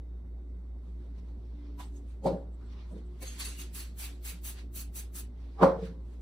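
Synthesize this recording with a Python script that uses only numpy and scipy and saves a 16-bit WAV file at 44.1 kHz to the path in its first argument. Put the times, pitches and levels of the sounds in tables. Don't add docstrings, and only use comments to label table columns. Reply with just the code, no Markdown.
import sys
import numpy as np
from scipy import signal
from scipy.fft import rfft, irfft, next_fast_len
from scipy.io import wavfile
from scipy.ndimage import uniform_filter1d, map_coordinates

SR = 44100
rng = np.random.default_rng(int(sys.argv[2]) if len(sys.argv) > 2 else 0)


def ratio(d):
    e = np.asarray(d, float) / 20
    return 10 ** e


def file_out(sig):
    cols = np.atleast_2d(sig).T
    lim = np.clip(cols, -1, 1)
    pcm = np.round(lim * 32767).astype(np.int16)
    wavfile.write(sys.argv[1], SR, pcm)


N = 273861
T = np.arange(N) / SR
SLOW = T[::32]

# [start_s, ring_db, rim_click_db, thud_db, thud_t60_s]
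KNOCKS = [(1.797, -53, -58, -56.5, 0.14), (2.2602, -24, -32, -31, 0.48), (2.271, -29, -26, -45, .3),
          (2.283, -22.5, -40, -42, 0.36), (2.916, -61, -66, -53.5, 0.27), (2.935, -53, -70, -65, .3),
          (2.963, -48, -62, -53.5, 0.29), (3.225, -57.5, -60, -48, 0.19), (5.626, -23, -39.5, -29.5, 0.18),
          (5.6352, -23, -9, -30.5, 0.21), (5.659, -15.5, -41, -34.5, 0.57), (5.768, -41.5, -72, -57, .1),
          (5.828, -46, -64, -58, 0.23), (5.89, -40.5, -71, -63, 0.21)]
# [mode_hz, level_db, t60_s]
LIFT_MODES = [(567, -5.5, 0.064), (730, -5, .06), (987, 6, 0.07), (1100, -7, 0.05), (1486, -9, .08),
              (1640, -6, .08)]
# [mode_hz, level_db, t60_s]
RIM_A_MODES = [(137.4, -19, 0.2), (273, -11, 0.16), (368, -12, 0.074), (446, -11.5, .08), (760, -9, 0.07),
               (842, -7.5, 0.064), (908, -14, .1)]
# [mode_hz, level_db, t60_s]
EDGE_A_MODES = [(366, -7, 0.036), (592, 0, 0.052), (790, -9, 0.13), (937, -10, 0.065), (1060, -13, .08)]
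# [mode_hz, level_db, t60_s]
BASE_A_MODES = [(270, -17, 0.24), (307, -30, 0.21), (409, -17, 0.35), (486, -9.5, 0.29), (600, -16, 0.3),
                (782, -13, 0.29), (854, -19.5, 0.31), (943, -23, 0.3), (983, -26, 0.2)]
# [mode_hz, level_db, t60_s]
TOUCH_MODES = [(980, -2, 0.087)]
# [mode_hz, level_db, t60_s]
TILT_MODES = [(192, 8, 0.11), (311, -1, 0.13), (442, -0.5, 0.19), (500, -4, 0.12)]
# [mode_hz, level_db, t60_s]
CAP_MODES = [(1034, 2.5, 0.06), (1810, 1, 0.074), (2230, 3.5, 0.085)]
# [mode_hz, level_db, t60_s]
RIM_B_MODES = [(282, -3.5, 0.083), (378, -0.5, 0.091), (620, -2, 0.11), (720, -2.5, 0.11),
               (1069, -4, 0.072), (1190, -15, 0.098)]
# [mode_hz, level_db, t60_s]
EDGE_B_MODES = [(278, -5, 0.12), (372, -6, 0.064), (602, 4, 0.07), (782, -5, 0.069), (830, -0.5, .045),
                (938, 3.5, 0.04), (1026, 3, 0.052), (1140, -7, .1), (1230, -13.5, .15), (1416, -16.5, 0.16)]
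# [mode_hz, level_db, t60_s]
BASE_B_MODES = [(184, -17, 0.24), (284, -20, 0.28), (376, -18.5, 0.34), (452, -16, 0.49),
                (505, -11.5, 0.26), (617, -11, 0.33), (718, -14, 0.3), (797, -14.5, 0.27),
                (894, -16.5, 0.18), (1020, -19, .2), (1075, -18.5, 0.24), (1175, -24, 0.15),
                (1257, -24, .2), (1370, -24, 0.24)]
# [mode_hz, level_db, t60_s]
ROCK_MODES = [(181, 8.3, 0.071)]
# [mode_hz, level_db, t60_s]
SETTLE_MODES = [(184, 12, 0.15), (449, 8.5, 0.2), (527, 1.9, 0.37)]
# [mode_hz, level_db, t60_s]
REST_MODES = [(173.7, 2.5, 0.18), (451, -7.5, 0.2)]
KNOCK_MODES = [LIFT_MODES, RIM_A_MODES, EDGE_A_MODES, BASE_A_MODES, TOUCH_MODES, TILT_MODES, TILT_MODES,
               CAP_MODES, RIM_B_MODES, EDGE_B_MODES, BASE_B_MODES, ROCK_MODES, SETTLE_MODES, REST_MODES]
# [start_s, mode_hz, level_db, held_s, t60_s]
BODY = [(2.2605, 543, -25.5, 0.037, 0.14), (2.266, 172, -28.5, 0.017, 0.086), (2.245, 207, -38, 0.017, .1),
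        (2.258, 790, -36, 0.011, .1), (2.266, 620, -34, 0.0063, 0.071), (2.262, 375, -40, 0.011, .1),
        (2.33, 181, -33.5, 0.017, 0.097), (2.33, 612, -37, 0.011, 0.08), (2.355, 548, -35, 0.011, 0.2),
        (5.6355, 542, -15.5, 0.038, 0.16), (5.632, 179, -20.5, 0.013, 0.06), (5.6, 1150, -41.5, .012, .1),
        (5.598, 800, -39, .015, .1), (5.715, 175, -40, .01, .1), (5.668, 87, -39.5, .006, .08),
        (5.835, 183, -38, 0.011, 0.087), (5.68, 185, -34.5, .01, 0.11), (5.648, 270, -29, .015, .07),
        (5.66, 1010, -35, .01, .1), (5.79, 480, -39, 0.0074, 0.046), (5.6243, 450, -19.5, .016, .1),
        (5.73, 540, -28.5, 0.0046, 0.14)]
# [start_s, level_db, pitch_hz,
# t60_s, spread_hz]
TICKS = [(1.185, -77, 5640, .1, 1200), (1.46, -81, 5430, .15, 600), (1.6, -75, 2040, .5, 60),
         (1.65, -78, 5370, 0.2, 403), (1.792, -76, 6160, .06, 403), (1.803, -59, 12700, 0.083, 895),
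         (1.86, -66, 8300, 0.081, 710), (1.968, -62, 6750, 0.11, 1620), (2.09, -72, 8900, 0.12, 600),
         (2.268, -49, 4400, 0.21, 920), (2.272, -56, 2230, 0.1, 202), (2.54, -74, 7850, 0.082, 1100),
         (2.622, -65.5, 1340, 0.32, 504), (2.665, -76, 7900, 0.083, 894), (2.92, -71, 8800, 0.11, 1200),
         (3.06, -78, 8000, .1, 900), (3.262, -50, 4400, 0.25, 350), (3.28, -46, 6480, 0.24, 410),
         (3.419, -41.5, 4460, 0.063, 299), (3.46, -45, 4490, .1, 300), (3.585, -51, 2850, 0.23, 121),
         (3.8, -50.5, 4400, 0.32, 251), (4.041, -49, 2465, 0.23, 403), (4.29, -47.5, 2396, .2, 504),
         (5.64, -43, 2134, 0.3, 393), (5.861, -56.5, 1564, 0.22, 499)]
# [freq_hz, density_db]
TABLE_THUD = [(70, -33), (110, -4), (180, 0.5), (350, 1), (600, -3.5), (900, -14), (1200, -29), (1700, -31),
              (2500, -80)]

# [start_s, hiss_db, held_s, fall_db_per_s, whistle_db]
PUFFS = [(3.224, -50.5, 0.007, 429, 5.5), (3.262, -52, 0.001, 94, -15), (3.399, -41.5, 0.0062, 331, 3),
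         (3.447, -46, 0.0031, 174, 10), (3.59, -49, 0.025, 378, 4.5), (3.75, -46, 0.056, 273, -7),
         (3.991, -45, 0.051, 261.5, -10), (4.252, -45, 0.049, 337, -3), (4.448, -45, 0.049, 339, -2),
         (4.756, -46, 0.058, 431, 1), (4.958, -44.5, 0.038, 383, -2), (5.155, -45.5, 0.045, 461, -3)]
# [thin_top_db, paint_db]
PUFF_BALANCE = [(2, -0.5), (-10, 1), (-4, 1), (-1, 0.5), (0, 0.5), (0.5, -2), (1, 0.5), (1.5, 1.5),
                (1.5, -0.5), (2, -2), (-1.5, -0.5), (-1.5, 0.5)]
# [freq_hz, density_db]
JET = [(4500, -10.5), (6500, -0.5), (8500, 1), (10500, 4.5), (12000, 1), (13200, -5), (15800, -27)]
# [freq_hz, density_db]
FIZZ = [(8500, -46), (11000, -25), (12500, 4), (14000, 7), (14700, 3), (15200, 10), (15600, -3.5),
        (16000, -1.5)]
# [freq_hz, density_db]
MIST = [(350, -37), (700, -6.5), (1200, -3), (2500, 1), (3400, 0), (4500, 0), (6000, -7), (8000, -3),
        (10000, -56)]
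# [centre_hz, width_hz, level_db]
NOZZLE = [(2640, 210, -1.5), (3815, 85, -6), (4400, 560, -2.5), (6480, 490, 3), (8300, 460, -4),
          (9300, 320, -3), (10490, 460, 1.5), (12500, 400, -10)]
# [freq_hz, lost_share]
GAPS = [(1500, 0), (2100, .07), (5400, .07), (6000, .03), (7300, .05), (8000, 0)]

# [freq_hz, density_db]
RUB = [(1200, -10), (1900, -2), (3000, -4), (4300, -4), (6000, -12), (8000, -36.5), (9500, -57)]
# [freq_hz, density_db]
DULL = [(400, -24.5), (750, -3.5), (1050, -1.5), (1500, -12), (1900, -21.5), (3000, -52)]
# [freq_hz, density_db]
CRISP = [(4500, -31), (6500, -4.5), (8500, -8), (12000, -12), (15800, -22.5)]
# [start_s, held_s, rub_db]
RESTLESS = [
    (.87, 0.73, -80.5),
    (1.75, 1.3, -93),
    (5.412, 0.23, -71),
    (5.95, 0.34, -94),
]
# [peak_s, rub_db, rise_db_per_s, dull_db,
# crisp_db]
SWEEPS = [(.89, -80, 150, 4, -4), (1.04, -78, 116, 0, -7), (1.19, -68, 300, -6, -11),
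          (1.29, -72.5, 260, 2, -11), (1.465, -84, 250, -7, -5), (1.67, -71, 54, -4, -18),
          (1.97, -73, 210, -2, 3.5), (2.11, -70.5, 137, -9, -5), (2.63, -77.5, 146, 8, -6),
          (2.73, -65.5, 180, -5, -14), (2.81, -63, 83, -2.5, -22), (2.92, -82.5, 200, 14, 7.5),
          (2.98, -69, 130, -4, -8), (3.19, -71.5, 72, 1, -8), (4.593, -54.5, 217, -13, -8),
          (5.857, -55.5, 172, -15, -11.5), (6.138, -72.5, 85, -1.5, -4.5)]
# [peak_s, rub_db, fall_db_per_s, dull_db, crisp_db]
GRIPS = [(1.798, -56.5, 400, 5, -2), (2.245, -63.5, 200, 4, 1), (1.807, -52, 238, -2, -5.5),
         (2.268, -50.5, 600, -10, -1), (2.28, -56.5, 146, 5, -9.5), (5.595, -63, 75, 16.5, -13),
         (5.631, -39.5, 304, 16.5, -11), (5.69, -57.5, 197.5, 21, -15), (5.75, -72.5, 73, -3, -13),
         (6.208, -78, 503, 2, -5)]

# [freq_hz, density_db]
ROOM = [(15, -64), (25, -23), (42, -22), (64, -20), (86, -19.5), (116, -25), (140, -29), (174, -21),
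        (210, -27.5), (241, -24), (324, -36), (361, -30), (540, -37), (2580, -62), (13500, -72.5),
        (15700, -85)]
# [centre_hz, width_hz, level_db]
DUCT = [(113, 17, -61), (176.8, 16, -61), (235.7, 16, -65.5), (286.5, 18.2, -60.5), (358.3, 8.8, -63),
        (404, 5.4, -71), (2070, 130, -83), (3720, 180, -86.5), (4460, 110, -90)]
# [start_s, held_s, level_db]
DRONE = [
    (1.55, 0.49, -55),
    (5.14, 0.042, -61),
]

# [freq_hz, correlation]
ALIKE = [(60, 1), (140, 0.91), (330, 0.83), (700, 0.25), (1300, 0.53), (2000, -0.12), (2950, -0.1),
         (3450, 0.43), (4250, 0.36), (4800, -0.1), (5900, 0.8), (6500, 0.5), (7200, 0.64), (8200, 0.99),
         (15000, 0.99)]
# [freq_hz, difference_db]
LEAN = [(300, -.5), (1200, -2), (2600, -1.5), (3500, -0.5), (15000, 0)]


def unit(x):
    return x / np.sqrt(np.mean(x ** 2) + 1e-20)


def along(points, hz):
    f, v = np.transpose(points)
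    return np.interp(np.log(hz + 1), np.log(f + 1), v)


def wobble(rate_hz, t=T):
    knots = rng.standard_normal(int((t[-1] - t[0]) * rate_hz) + 4)
    return map_coordinates(knots, [(t - t[0]) * rate_hz])


def filtered(x, response):
    m = next_fast_len(N + 8192)
    return irfft(rfft(x, m) * response(np.fft.rfftfreq(m, 1 / SR)), m)[..., :N]


def peaks(modes):
    def gain(f):
        total = 0
        for centre_hz, width_hz, db in modes:
            damping = (f * width_hz) ** 2
            total = total + ratio(db) * damping / ((centre_hz ** 2 - f * f) ** 2 + damping) / np.sqrt(width_hz)
        return total
    return gain


def air(colour, patchy_db):
    z = signal.stft(rng.standard_normal((2, N)), nperseg=512)[2]
    field = uniform_filter1d(rng.standard_normal(z.shape[1:]), size=5, axis=0)
    field = uniform_filter1d(field, size=6, axis=1)
    pair = signal.istft(z * ratio(patchy_db * unit(field)), nperseg=512)[1][:, :N]
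    gain = colour if callable(colour) else lambda hz: ratio(along(colour, hz))
    return unit(filtered(pair, gain))


def swell(start_s, held_s, rise, fall):
    before = (start_s - SLOW) * rise
    after = (SLOW - start_s - held_s) * fall
    return -np.maximum(0, np.maximum(before, after))


def level(power):
    return np.interp(T, SLOW, np.sqrt(power))


def add(out, start_s, hz, db, t60_s, rise, held_s, waver_hz, waver_db, turns):
    near = slice(round((start_s - .1) * SR), round((start_s + .3) * SR))
    t = T[near] - start_s
    drop_db = np.maximum(0, np.maximum(-t * rise, 60 * (t - held_s) / t60_s))
    shape = ratio(db - drop_db + waver_db * wobble(waver_hz, t))
    phase = 0.15 * rng.normal() - np.array([[1 / 4], [0]]) + turns * wobble(waver_hz, t)
    phase = phase + [[0], [.3]] * wobble(25, t[::8]).repeat(8)[:len(t)]
    out[:, near] += shape * np.sin(2 * np.pi * (hz * t + phase)) * [[1], [.45]]


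def notched(pair):
    from_s, full_s, gap_db = 3.6, 4.7, -35
    hz, t, z = signal.stft(pair, SR, nperseg=2048)
    cells = rng.random((len(hz) // 6 + 1, len(t) // 2 + 1))
    cells = cells.repeat(6, axis=0).repeat(2, axis=1)[:len(hz), :len(t)]
    share = along(GAPS, hz)[:, None] * np.clip((t - from_s) / (full_s - from_s), 0, 1)
    return signal.istft(z * ratio(gap_db * (cells < share)), nperseg=2048)[1][:, :N]


def knocks():
    swell_rise = 1020
    out, thud = np.zeros((2, N)), np.zeros(len(SLOW))
    t = np.arange(-200, 200) / SR
    click = np.exp(-(t / 0.00062) ** 2) * np.cos(2 * np.pi * 800 * t)
    for (s, ring_db, click_db, thud_db, thud_t60_s), modes in zip(KNOCKS, KNOCK_MODES):
        for hz, mode_db, t60_s in modes:
            add(out, s, hz, ring_db + mode_db, t60_s, swell_rise,
                held_s=0.0036, waver_hz=45.2, waver_db=1.85, turns=0.078)
        out[0, round((s + t[0]) * SR):][:len(t)] -= ratio(click_db) * click
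        thud += ratio(thud_db + swell(s, 0.0092, swell_rise, 60 / thud_t60_s)) ** 2
    for s, hz, db, held_s, t60_s in BODY:
        add(out, s, hz, db, t60_s, 950, held_s, waver_hz=34.6, waver_db=1.2, turns=0.037)
    for s, db, hz, t60_s, spread_hz in TICKS:
        add(out, s, hz, db, t60_s, 650, held_s=0.0062, waver_hz=spread_hz, waver_db=3.0, turns=0.32)
    return out + level(thud) * air(TABLE_THUD, patchy_db=3.5)


def spray():
    wet_db, dries_db_per_s = -0.4, 5
    jet, fizz, mist, whistle = np.zeros((4, len(SLOW)))
    for (s, db, held_s, fall, whistle_db), (top_db, paint_db) in zip(PUFFS, PUFF_BALANCE):
        body_db = wet_db - dries_db_per_s * (s - PUFFS[0][0])
        jet += ratio(db - 0.5 + swell(s, held_s, 960, fall)) ** 2
        fizz_db = db - 5 + top_db - 0.46 * body_db
        fizz += ratio(fizz_db + swell(s, held_s * 0.97, 780, fall * 1.3)) ** 2
        mist += ratio(db + body_db + paint_db + swell(s + 0.0074, held_s * 0.96, 600, fall * 0.6)) ** 2
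        mist += ratio(db + body_db - 18.0 + swell(s + 0.04, held_s + 0.023, 400, fall * 1.2)) ** 2
        whistle += ratio(db + whistle_db - 5.5 + swell(s + 0.004, held_s, 1000, fall * 0.9)) ** 2
    total = level(jet) * air(JET, patchy_db=1.3)
    total += level(fizz) * air(FIZZ, patchy_db=1.3)
    total += level(mist) * air(MIST, patchy_db=2)
    total += level(whistle) * air(peaks(NOZZLE), patchy_db=2.5)
    return ratio(0.43 * wobble(45)) * notched(total)


def hand():
    restless_edge, grip_rise = 130, 970
    fall_over_rise = 1.36
    moves = []
    for s, held_s, db in RESTLESS:
        moves.append((db + swell(s, held_s, restless_edge, restless_edge), -3.5, -13))
    for s, db, rise, dull_db, crisp_db in SWEEPS:
        moves.append((db + swell(s, 0, rise, rise * fall_over_rise), dull_db, crisp_db))
    for s, db, fall, dull_db, crisp_db in GRIPS:
        moves.append((db + swell(s, 0, grip_rise, fall), dull_db, crisp_db))
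    powers = np.zeros((3, len(SLOW)))
    for rub_db, dull_db, crisp_db in moves:
        powers += ratio(rub_db + np.array([[0], [dull_db], [crisp_db]])) ** 2
    return sum(level(power) * air(colour, patchy_db=2.0) for power, colour in zip(powers, (RUB, DULL, CRISP)))


def cleaner():
    motor_hz, motor_start_s = 58.68, .0003
    beat_hz, beat_top_s = 5.11, .35
    beat = np.exp(2j * np.pi * beat_hz * (T - beat_top_s))
    tone = np.exp(2j * np.pi * motor_hz * (T - motor_start_s))
    tone = tone * (1 + ratio(-18.5) / beat + ratio(-26.5) * beat)
    hum = ratio(-38.5 + 0.28 * wobble(0.37)) * tone.real
    far = level(sum(ratio(db + swell(s, held_s, 300, 290)) ** 2 for s, held_s, db in DRONE))
    drone = far * ratio(1.9 * wobble(4.86)) * np.sin(2 * np.pi * (287 * T + 1.84 * wobble(1.9)))
    duct = ratio(-58) * air(peaks(DUCT), patchy_db=1.55)
    room = ratio(-55.5) * air(ROOM, patchy_db=2.1)
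    return (hum + drone) * [[1], [.04]] + duct + room


def scene():
    split_hz, turn_hz = 5805, 2445

    def ports(hz):
        turn = np.arccos(np.clip(along(ALIKE, hz), -1, 1)) / 2
        lag = np.exp(1j * np.pi * np.maximum(hz - split_hz, 0) / turn_hz) * ratio(along(LEAN, hz) / 2)
        left = [np.cos(turn) * lag, np.sin(turn) * lag]
        right = [np.cos(turn) / lag, -np.sin(turn) / lag]
        return np.array([left, right])

    parts = knocks() + spray() + hand() + cleaner()
    return filtered(parts[None], ports).sum(axis=1)


def band_limit(x):
    return signal.sosfilt(signal.butter(12, 15910, fs=SR, output="sos"), x)


def record(dry):
    top_hz, slope_hz = 15870, 120
    mix = filtered(dry, lambda hz: np.clip((top_hz - hz) / slope_hz, 0, 1))
    return band_limit(mix)


dry = scene()
out = record(dry)
file_out(out)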